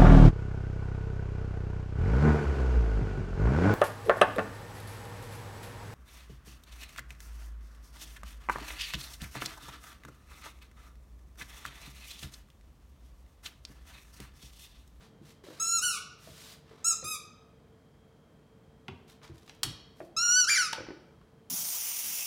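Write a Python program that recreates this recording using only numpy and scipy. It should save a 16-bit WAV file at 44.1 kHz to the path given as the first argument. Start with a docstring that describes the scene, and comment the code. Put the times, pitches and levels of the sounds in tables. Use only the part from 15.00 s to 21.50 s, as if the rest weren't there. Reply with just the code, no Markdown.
"""A hard, ringing kitchen with a wooden floor; a phone microphone near a large dog with a rubber toy.
Over the refrigerator's hum, paws thud and slide and the jaws smack. In the first seconds two bites
push air through the toy's reed, which sings again each time the jaws let go. Around four seconds
the toy knocks on the boards. Just after five comes a longer third bite with a hoarse, overblown
release, then a few last clacks and smacks."""
import sys
import numpy as np
from scipy import signal
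from scipy.fft import rfft, irfft, next_fast_len
from scipy.io import wavfile
from scipy.ndimage import map_coordinates

SR = 44100
rng = np.random.default_rng(int(sys.argv[2]) if len(sys.argv) > 2 else 0)


def to_wav(sig):
    """Store sig (one row per channel, or 1-D mono) as 16-bit WAV at the path in sys.argv[1].

    Samples outside -1..1 are clipped; the rate is SR.
    """
    pcm = np.clip(np.atleast_2d(sig), -1, 1) * 32767
    pcm = np.round(pcm).astype(np.int16)
    wavfile.write(sys.argv[1], SR, pcm.T)  # frames by channels


N = 286633

# the kitchen's reverberation time: freq_hz, t60_s
ROOM_T60 = [(100, 0.12), (500, 0.97), (1400, 0.78), (5500, 0.64), (8000, 0.32), (15000, .28)]
# spectra of the reverberation, the steady room noise and the refrigerator's whine: freq_hz, gain_db
REVERB_TONE = [(100, 7.5), (600, 3.5), (1400, -2), (3000, 1), (6000, -2.5), (9000, 1), (15000, -0.5)]
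RUMBLE_TONE = [(15, -48.5), (25, -26), (47, -2), (206, -3), (354, -11), (384, -13.5), (439, -8), (503, -12),
               (659, -14.5), (775, -17.5), (1130, -20), (2280, -28.5), (3250, -35), (3820, -32.5),
               (16000, -46)]
WHINE_TONE = [(2800, -45), (3130, -6), (3250, -7), (3370, -16), (3800, -44.5)]
# the refrigerator's hum: pitch_hz, level_db
FRIDGE_HUM = [(145.3, -69.5), (446.8, -69)]
# fur and rubber on the boards: start_s, attack_s, hold_s, level_db, tilt_db_per_octave, grain_db
SLIDES = [(0.0, .01, 0.045, -62, -3, 0.7), (.21, 0.0827, 0.014, -60.5, -0.5, 1.7),
          (.434, .008, 0.23, -58.5, -1.5, 1.9), (1.17, .07, 0.14, -58.5, 1, -0.4),
          (1.33, .08, .12, -53.5, 0.5, 1.25), (1.65, .02, 0.3, -64, -5, 2.5),
          (4.073, 0.0099, 0.033, -59, -0.5, 5.5), (4.22, .015, 0.013, -55, -4, 1.5),
          (4.335, .015, 0.12, -66, 0, 7), (4.47, 0.018, 0.075, -69.5, 1, 5),
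          (4.95, .025, 0.07, -68, 1.5, 3.5)]
# smacks of the jaws: start_s, relative_level_db, mouth_resonance_hz
SMACKS = [(0.439, -45, 390), (.467, -46, 574), (0.485, -41.5, 318), (.505, -46, 498), (.525, -48, 526),
          (1.273, -42.5, 623), (1.288, -51, 343), (1.712, -48.5, 450), (1.734, -50, 380),
          (2.027, -40.5, 512), (2.046, -43.5, 344), (5.003, -35, 637), (5.012, -38.5, 340),
          (5.73, -32.5, 892), (5.781, -33.5, 522), (5.805, -39, 333), (5.886, -35.5, 338),
          (5.905, -36, 326)]
# soft blows on the floor: start_s, relative_level_db, pitch_ratio
THUDS = [(0.213, -46, 1), (1.299, -46, 0.9), (2.037, -46, 0.95), (3.886, -35, 1.15), (4.295, -39.5, 1),
         (4.645, -38.5, 1.15), (4.663, -31, .92), (5.783, -46, 0.95)]
# the floor's low modes: pitch_hz, gain_db, t60_s
FLOOR_MODES = [(72, -9, .33), (103, 3, 0.085), (140, -4.5, 0.095), (216, -7, 0.053), (330, -12, .08)]
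# hard contacts of toy, teeth and claws: start_s, level_db, cutoff_hz, t60_s
CLACKS = [(3.882, -36.5, 3000, 0.023), (3.884, -34, 990, 0.032), (4.216, -54.5, 2000, 0.035),
          (4.277, -51.5, 5840, 0.023), (4.424, -61.5, 9000, 0.013), (4.478, -49.5, 4000, 0.033),
          (4.495, -40.5, 5000, .02), (4.6321, -17.5, 15000, 0.027), (4.64, -28, 15200, 0.013),
          (5.729, -27.5, 10890, .02), (5.732, -24.5, 4020, 0.015), (5.867, -43, 1400, 0.018),
          (6.214, -55.5, 1500, 0.023)]
# spectra of a slide, a clack and the tick of parting lips: freq_hz, gain_db
SLIDE_TONE = [(350, -51.5), (600, -16), (801, -13), (970, -11), (1160, -8.5), (2650, -9.5), (3830, -6.5),
              (15100, -20), (16000, -28)]
CLACK_TONE = [(100, -29.5), (600, -12), (1050, 1), (1600, -4), (2300, -1), (3400, 1.5), (5300, 1),
              (7000, -1), (10000, -7.5), (16000, -14)]
LIP_TONE = [(100, -4.5), (500, -2), (2000, -9), (4000, -33.5), (14000, -54.5)]
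# the toy's resonances as the jaws shape it in each stroke of air: freq_hz, gain_db
BITE_1_TONE = [(1350, -10), (2700, -23.5), (4060, -16), (5410, -12), (6760, -0.5), (8110, -11.5),
               (9460, -20), (10820, -21.5), (12170, -28), (13520, -30), (14870, -32)]
RELEASE_1_TONE = [(1410, -1), (2820, -4.5), (4220, -6.5), (5630, 0.5), (7040, -3.5), (8450, -3.5),
                  (9860, -2.5), (11260, -7.5), (12670, -33.5), (14080, -11), (15490, -23.5)]
BITE_2_TONE = [(1330, -12.5), (2660, -22.5), (3990, -20), (5320, -11.5), (6640, -0.5), (7970, -4.5),
               (9300, -19.5), (10630, -19.5), (11960, -30.5), (13290, -23.5), (14620, -31.5)]
RELEASE_2_TONE = [(1250, 0.5), (2500, -5), (3760, -5.5), (5010, -2.5), (6260, -1.5), (7510, -1),
                  (8760, -5.5), (10020, -4), (11270, -2.5), (12520, -20), (13770, -15.5)]
BITE_3_TONE = [(1430, -4.5), (2860, -14.5), (4300, -8), (5730, 2), (7160, -8), (8590, -22.5),
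               (10020, -23.5), (11460, -31), (12890, -33.5), (14320, -34.5), (15750, -46.5)]
RELEASE_3_TONE = [(1250, 0), (1500, 3.5), (1950, -3), (2350, -4.5), (2800, -9), (3800, -9), (4700, -2),
                  (5700, 4), (6400, -8), (7050, -4.5), (7900, -16.5), (9900, -9.5), (11300, -22),
                  (12800, -30), (15600, -30.5)]
# the first two bites and their releases, in turn: start_s, rise_s, fall_s, fall_exponent, crest_hz,
# climb_hz, crest_db, swell_db, jitter_ratio, rasp_db, reverb_db, tone_table
QUICK_STROKES = [ (0.597, .157, 0.047, 2.4, 1365, 56.2, -26.5, 6.1, 0.00023, -35, -4, BITE_1_TONE),
                 (0.813, .024, .145, 1.44, 1491, 205.5, -30.5, 6.5, 0.0013, -29, 1.5, RELEASE_1_TONE),
                 (1.842, .036, 0.056, 1.9, 1364, 65, -26, 4, 0.0004, -31.5, -1.5, BITE_2_TONE),
                 (2.039, .068, 0.054, 1.75, 1276, 69.5, -36, 5.54, 0.00067, -37.5, -1, RELEASE_2_TONE), ]
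# the third bite and its overblown release follow the jaws: time_s, pitch_hz, level_db
BITE_3_PATH = [(5.164, 1246, -31.5), (5.176, 1318, -28), (5.24, 1438, -26.5), (5.258, 1422, -24.5),
               (5.272, 1405, -28.5), (5.292, 1421, -23.5), (5.386, 1504, -21.5), (5.416, 1454, -22),
               (5.436, 1424, -26), (5.456, 1286, -30.5)]
RELEASE_3_PATH = [(5.468, 1290, -33.5), (5.493, 1701, -23.5), (5.499, 2372, -25), (5.55, 2311, -27),
                  (5.573, 1876, -26.5), (5.583, 1512, -24), (5.613, 1444, -27), (5.628, 1324, -30.5),
                  (5.669, 1234, -36), (5.698, 1100, -51.5)]

TOP_HZ = 16000  # the microphone's band limit
SLIDE_T60_S, SLIDE_PIVOT_HZ = 0.2, 4000  # a slide's decay; the pivot of its spectral tilt
CLIMB_POWER = 1.7  # a quick stroke's pitch climbs fast at first, then levels off
CATCH_HZ, CATCH_S = 69, 0.0041  # the reed starts flat and catches within moments
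SAG_HZ_PER_S, FADE_DB_PER_S = 2850, 111  # mean rates of sinking as the air runs out
OVERBLOW_HZ, OVERBLOW_DB = 1500, -8  # where the reed starts to strain; extra rasp at full strain


def amp(db):
    """Decibels to gain."""
    return 10 ** (np.asarray(db) / 20)


def unit(x):
    """x at rms 1."""
    return x / np.sqrt(np.mean(x ** 2) + 1e-20)


def along(points, hz):
    """(freq_hz, value) points read on a log frequency axis."""
    freqs, values = np.transpose(points)
    return np.interp(np.log(hz + 1), np.log(freqs + 1), values)


def wobble(rate, size):
    """A smooth random curve, rate knots a second."""
    knots = rng.standard_normal(int(size * rate / SR) + 4)
    return map_coordinates(knots, [np.arange(size) * rate / SR])


def filtered(x, response):
    """x through a gain that depends on frequency."""
    size = next_fast_len(len(x) + SR // 5)
    return irfft(rfft(x, size) * response(np.fft.rfftfreq(size, 1 / SR)), size)[:len(x)]


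def noise(tone, size, cutoff_hz=np.inf):
    """Noise of rms 1 with the given spectrum, dulled above a cut-off."""
    white = rng.standard_normal(size)
    return unit(filtered(white, lambda hz: amp(along(tone, hz)) / np.sqrt(1 + (hz / cutoff_hz) ** 6)))


def add(track, start_s, x):
    """Mix x into the track from start_s."""
    part = track[round(start_s * SR):][:len(x)]
    part += x[:len(part)]


def in_room(x, reverb_db):
    """The direct sound at the microphone, then the kitchen's answer, a fresh random tail each time."""
    hz, t, spectrum = signal.stft(rng.standard_normal(SR), SR, nperseg=256)
    fade = amp(along(REVERB_TONE, hz)[:, None] - 60 * t / along(ROOM_T60, hz)[:, None])
    tail = signal.istft(spectrum * fade, SR, nperseg=256)[1]
    delay = np.arange(len(tail)) / SR
    # floor and cabinets answer first and strongest
    tail = tail * (1 - np.exp(-delay / 0.0012)) * (1 + 1.2 * np.exp(-delay / 0.032))
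    response = amp(reverb_db) * tail / np.linalg.norm(tail)
    response[0] = 1
    return signal.fftconvolve(x, response)


def kitchen():
    """In the background the refrigerator hums and whines faintly over the room's rumble."""
    t = np.arange(N) / SR
    hum = sum(amp(db) * np.sqrt(2) * np.sin(2 * np.pi * hz * t + 0.25 * wobble(3.5, N))
              for hz, db in FRIDGE_HUM)
    return hum + amp(-59.5) * noise(RUMBLE_TONE, N) + amp(-81.5) * noise(WHINE_TONE, N)


def slides():
    """Fur and rubber drag over the wood: a grainy hiss that swells, holds and dies away."""
    out, t = np.zeros(N), np.arange(SR // 2) / SR
    for start_s, attack_s, hold_s, level_db, tilt, grain_db in SLIDES:
        tone = [(hz, db + tilt * np.log2(hz / SLIDE_PIVOT_HZ)) for hz, db in SLIDE_TONE]
        hiss = unit(noise(tone, len(t)) * amp(grain_db * wobble(220, len(t))))
        decay = amp(-60 * np.maximum(t - attack_s - hold_s, 0) / SLIDE_T60_S)
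        add(out, start_s, amp(level_db) * np.clip(t / attack_s, 0, 1) * decay * hiss)
    return in_room(out, reverb_db=-6.5)[:N]


def jaw_smacks():
    """Lips part with a soft tick, and the mouth's cavity rings for a few cycles."""
    out, t = np.zeros(N), np.arange(SR // 10) / SR
    attack = 1 - np.exp(-t / 0.00088)
    for start_s, db, mouth_hz in SMACKS:
        pop = np.sin(2 * np.pi * mouth_hz * t) * amp(-60 * t / 0.04)
        tick = noise(LIP_TONE, len(t)) * amp(-7 - 60 * t / 0.025)
        add(out, start_s, in_room(amp(db + 3.5) * (pop + tick) * attack, reverb_db=-8))
    return out


def floor_thuds():
    """Paws and toy set the low modes of the floor ringing."""
    out, t = np.zeros(N), np.arange(SR // 2) / SR
    attack = 1 - np.exp(-t / 0.003)
    for start_s, db, pitch_ratio in THUDS:
        for hz, mode_db, t60_s in FLOOR_MODES:
            decay = amp(mode_db + rng.normal(0, 3.3) - 60 * t / t60_s)
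            ring = np.sin(2 * np.pi * hz * pitch_ratio * t + rng.uniform(0, 2 * np.pi))
            add(out, start_s, amp(db + 1.5) * attack * decay * ring)
    return in_room(out, reverb_db=-5)[:N]


def clacks():
    """Toy, teeth and claws make short cracks, duller where rubber meets wood."""
    out, t = np.zeros(N), np.arange(SR // 10) / SR
    for start_s, level_db, cutoff_hz, t60_s in CLACKS:
        crack = noise(CLACK_TONE, len(t), cutoff_hz) * amp(level_db - 60 * t / t60_s)
        add(out, start_s, in_room(crack, reverb_db=-5.5))
    return out


def stroke_path(start_s, rise_s, fall_s, fall_exponent, crest_hz, climb_hz, crest_db, swell_db):
    """Rows of time_s, pitch_hz, level_db: pitch and level build with the pressure and sink with it."""
    t = np.arange(0, rise_s + fall_s, 1 / SR)
    rise_left = np.clip(1 - t / rise_s, 0, 1)
    spent_s = fall_s * np.clip((t - rise_s) / fall_s, 0, 1) ** fall_exponent
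    flat_hz = CATCH_HZ * np.exp(-t / CATCH_S)
    pitch_hz = crest_hz - climb_hz * rise_left ** CLIMB_POWER - flat_hz - SAG_HZ_PER_S * spent_s
    level_db = crest_db - swell_db * rise_left - FADE_DB_PER_S * spent_s
    return np.column_stack([start_s + t, pitch_hz, level_db])


def reed(path, tone, jitter, rasp_db):
    """One stroke of air: the reed's harmonics glide through the resonances of the rubber body."""
    time_s, pitch_hz, level_db = np.transpose(path)
    t = np.arange(time_s[0], time_s[-1], 1 / SR)
    glide_hz = np.interp(t, time_s, pitch_hz)
    # blown far above its normal pitch, the reed turns hoarse
    strain = np.clip(3 * (glide_hz / OVERBLOW_HZ - 1), 0, 1)
    # while the pressure collapses the pitch sags and the reed beats unevenly
    sag = np.clip(-np.gradient(glide_hz, t) / 3000, 0, 1)
    waver = 0.0031 * wobble(70, len(t))
    roughness = jitter * (1 + strain + sag) * wobble(900, len(t))
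    reed_hz = glide_hz * (1 + waver + roughness)
    phase = 2 * np.pi * np.cumsum(reed_hz) / SR
    harmonic = np.arange(1, 15)[:, None]
    # a strained reed swings freely to both sides, which weakens its even harmonics
    even_loss_db = 5.2 * strain * (harmonic % 2 == 0)
    gains = amp(along(tone, harmonic * reed_hz) - even_loss_db) * (harmonic * reed_hz < TOP_HZ)
    song = np.sum(gains * np.sin(harmonic * phase), axis=0) / np.sqrt(np.sum(gains ** 2, axis=0) / 2)
    # air rushes through the slit once a cycle and takes the body's colour
    puffs = rng.standard_normal(len(t)) * (1 + np.cos(phase))
    body_tone = [(800, -50)] + list(tone)
    breath = unit(filtered(puffs, lambda hz: amp(along(body_tone, hz))))
    rasp = (amp(rasp_db) + strain * amp(OVERBLOW_DB)) * breath
    edge_fade = np.clip(np.minimum(t - time_s[0], time_s[-1] - t) / 0.0047, 0, 1)
    return amp(np.interp(t, time_s, level_db)) * edge_fade * (song + rasp)


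def toy_squeaks():
    """The toy, near the microphone: bites blow the reed cleanly; air drawn back in makes it rougher."""
    out = np.zeros(N)
    for start_s, *shape, jitter, rasp_db, reverb_db, tone in QUICK_STROKES:
        squeak = reed(stroke_path(start_s, *shape), tone, jitter, rasp_db)
        add(out, start_s, in_room(squeak, reverb_db))
    bite = reed(BITE_3_PATH, BITE_3_TONE, jitter=0.000453, rasp_db=-45)
    add(out, BITE_3_PATH[0][0], in_room(bite, reverb_db=-6.5))
    release = reed(RELEASE_3_PATH, RELEASE_3_TONE, jitter=0.006, rasp_db=-25)
    add(out, RELEASE_3_PATH[0][0], in_room(release, reverb_db=-5))
    return out


def scene():
    """Kitchen, dog and toy at one microphone, in mono."""
    return (kitchen() + slides() + jaw_smacks() + floor_thuds() + clacks() + toy_squeaks())[None]


def record(dry):
    """The phone's microphone rolls off below 42 Hz and keeps nothing above its band limit."""
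    response = lambda hz: (hz < TOP_HZ) * hz ** 3 / np.sqrt(hz ** 6 + 42 ** 6)
    return np.array([filtered(channel, response) for channel in dry])


dry = scene()
out = record(dry)
to_wav(out)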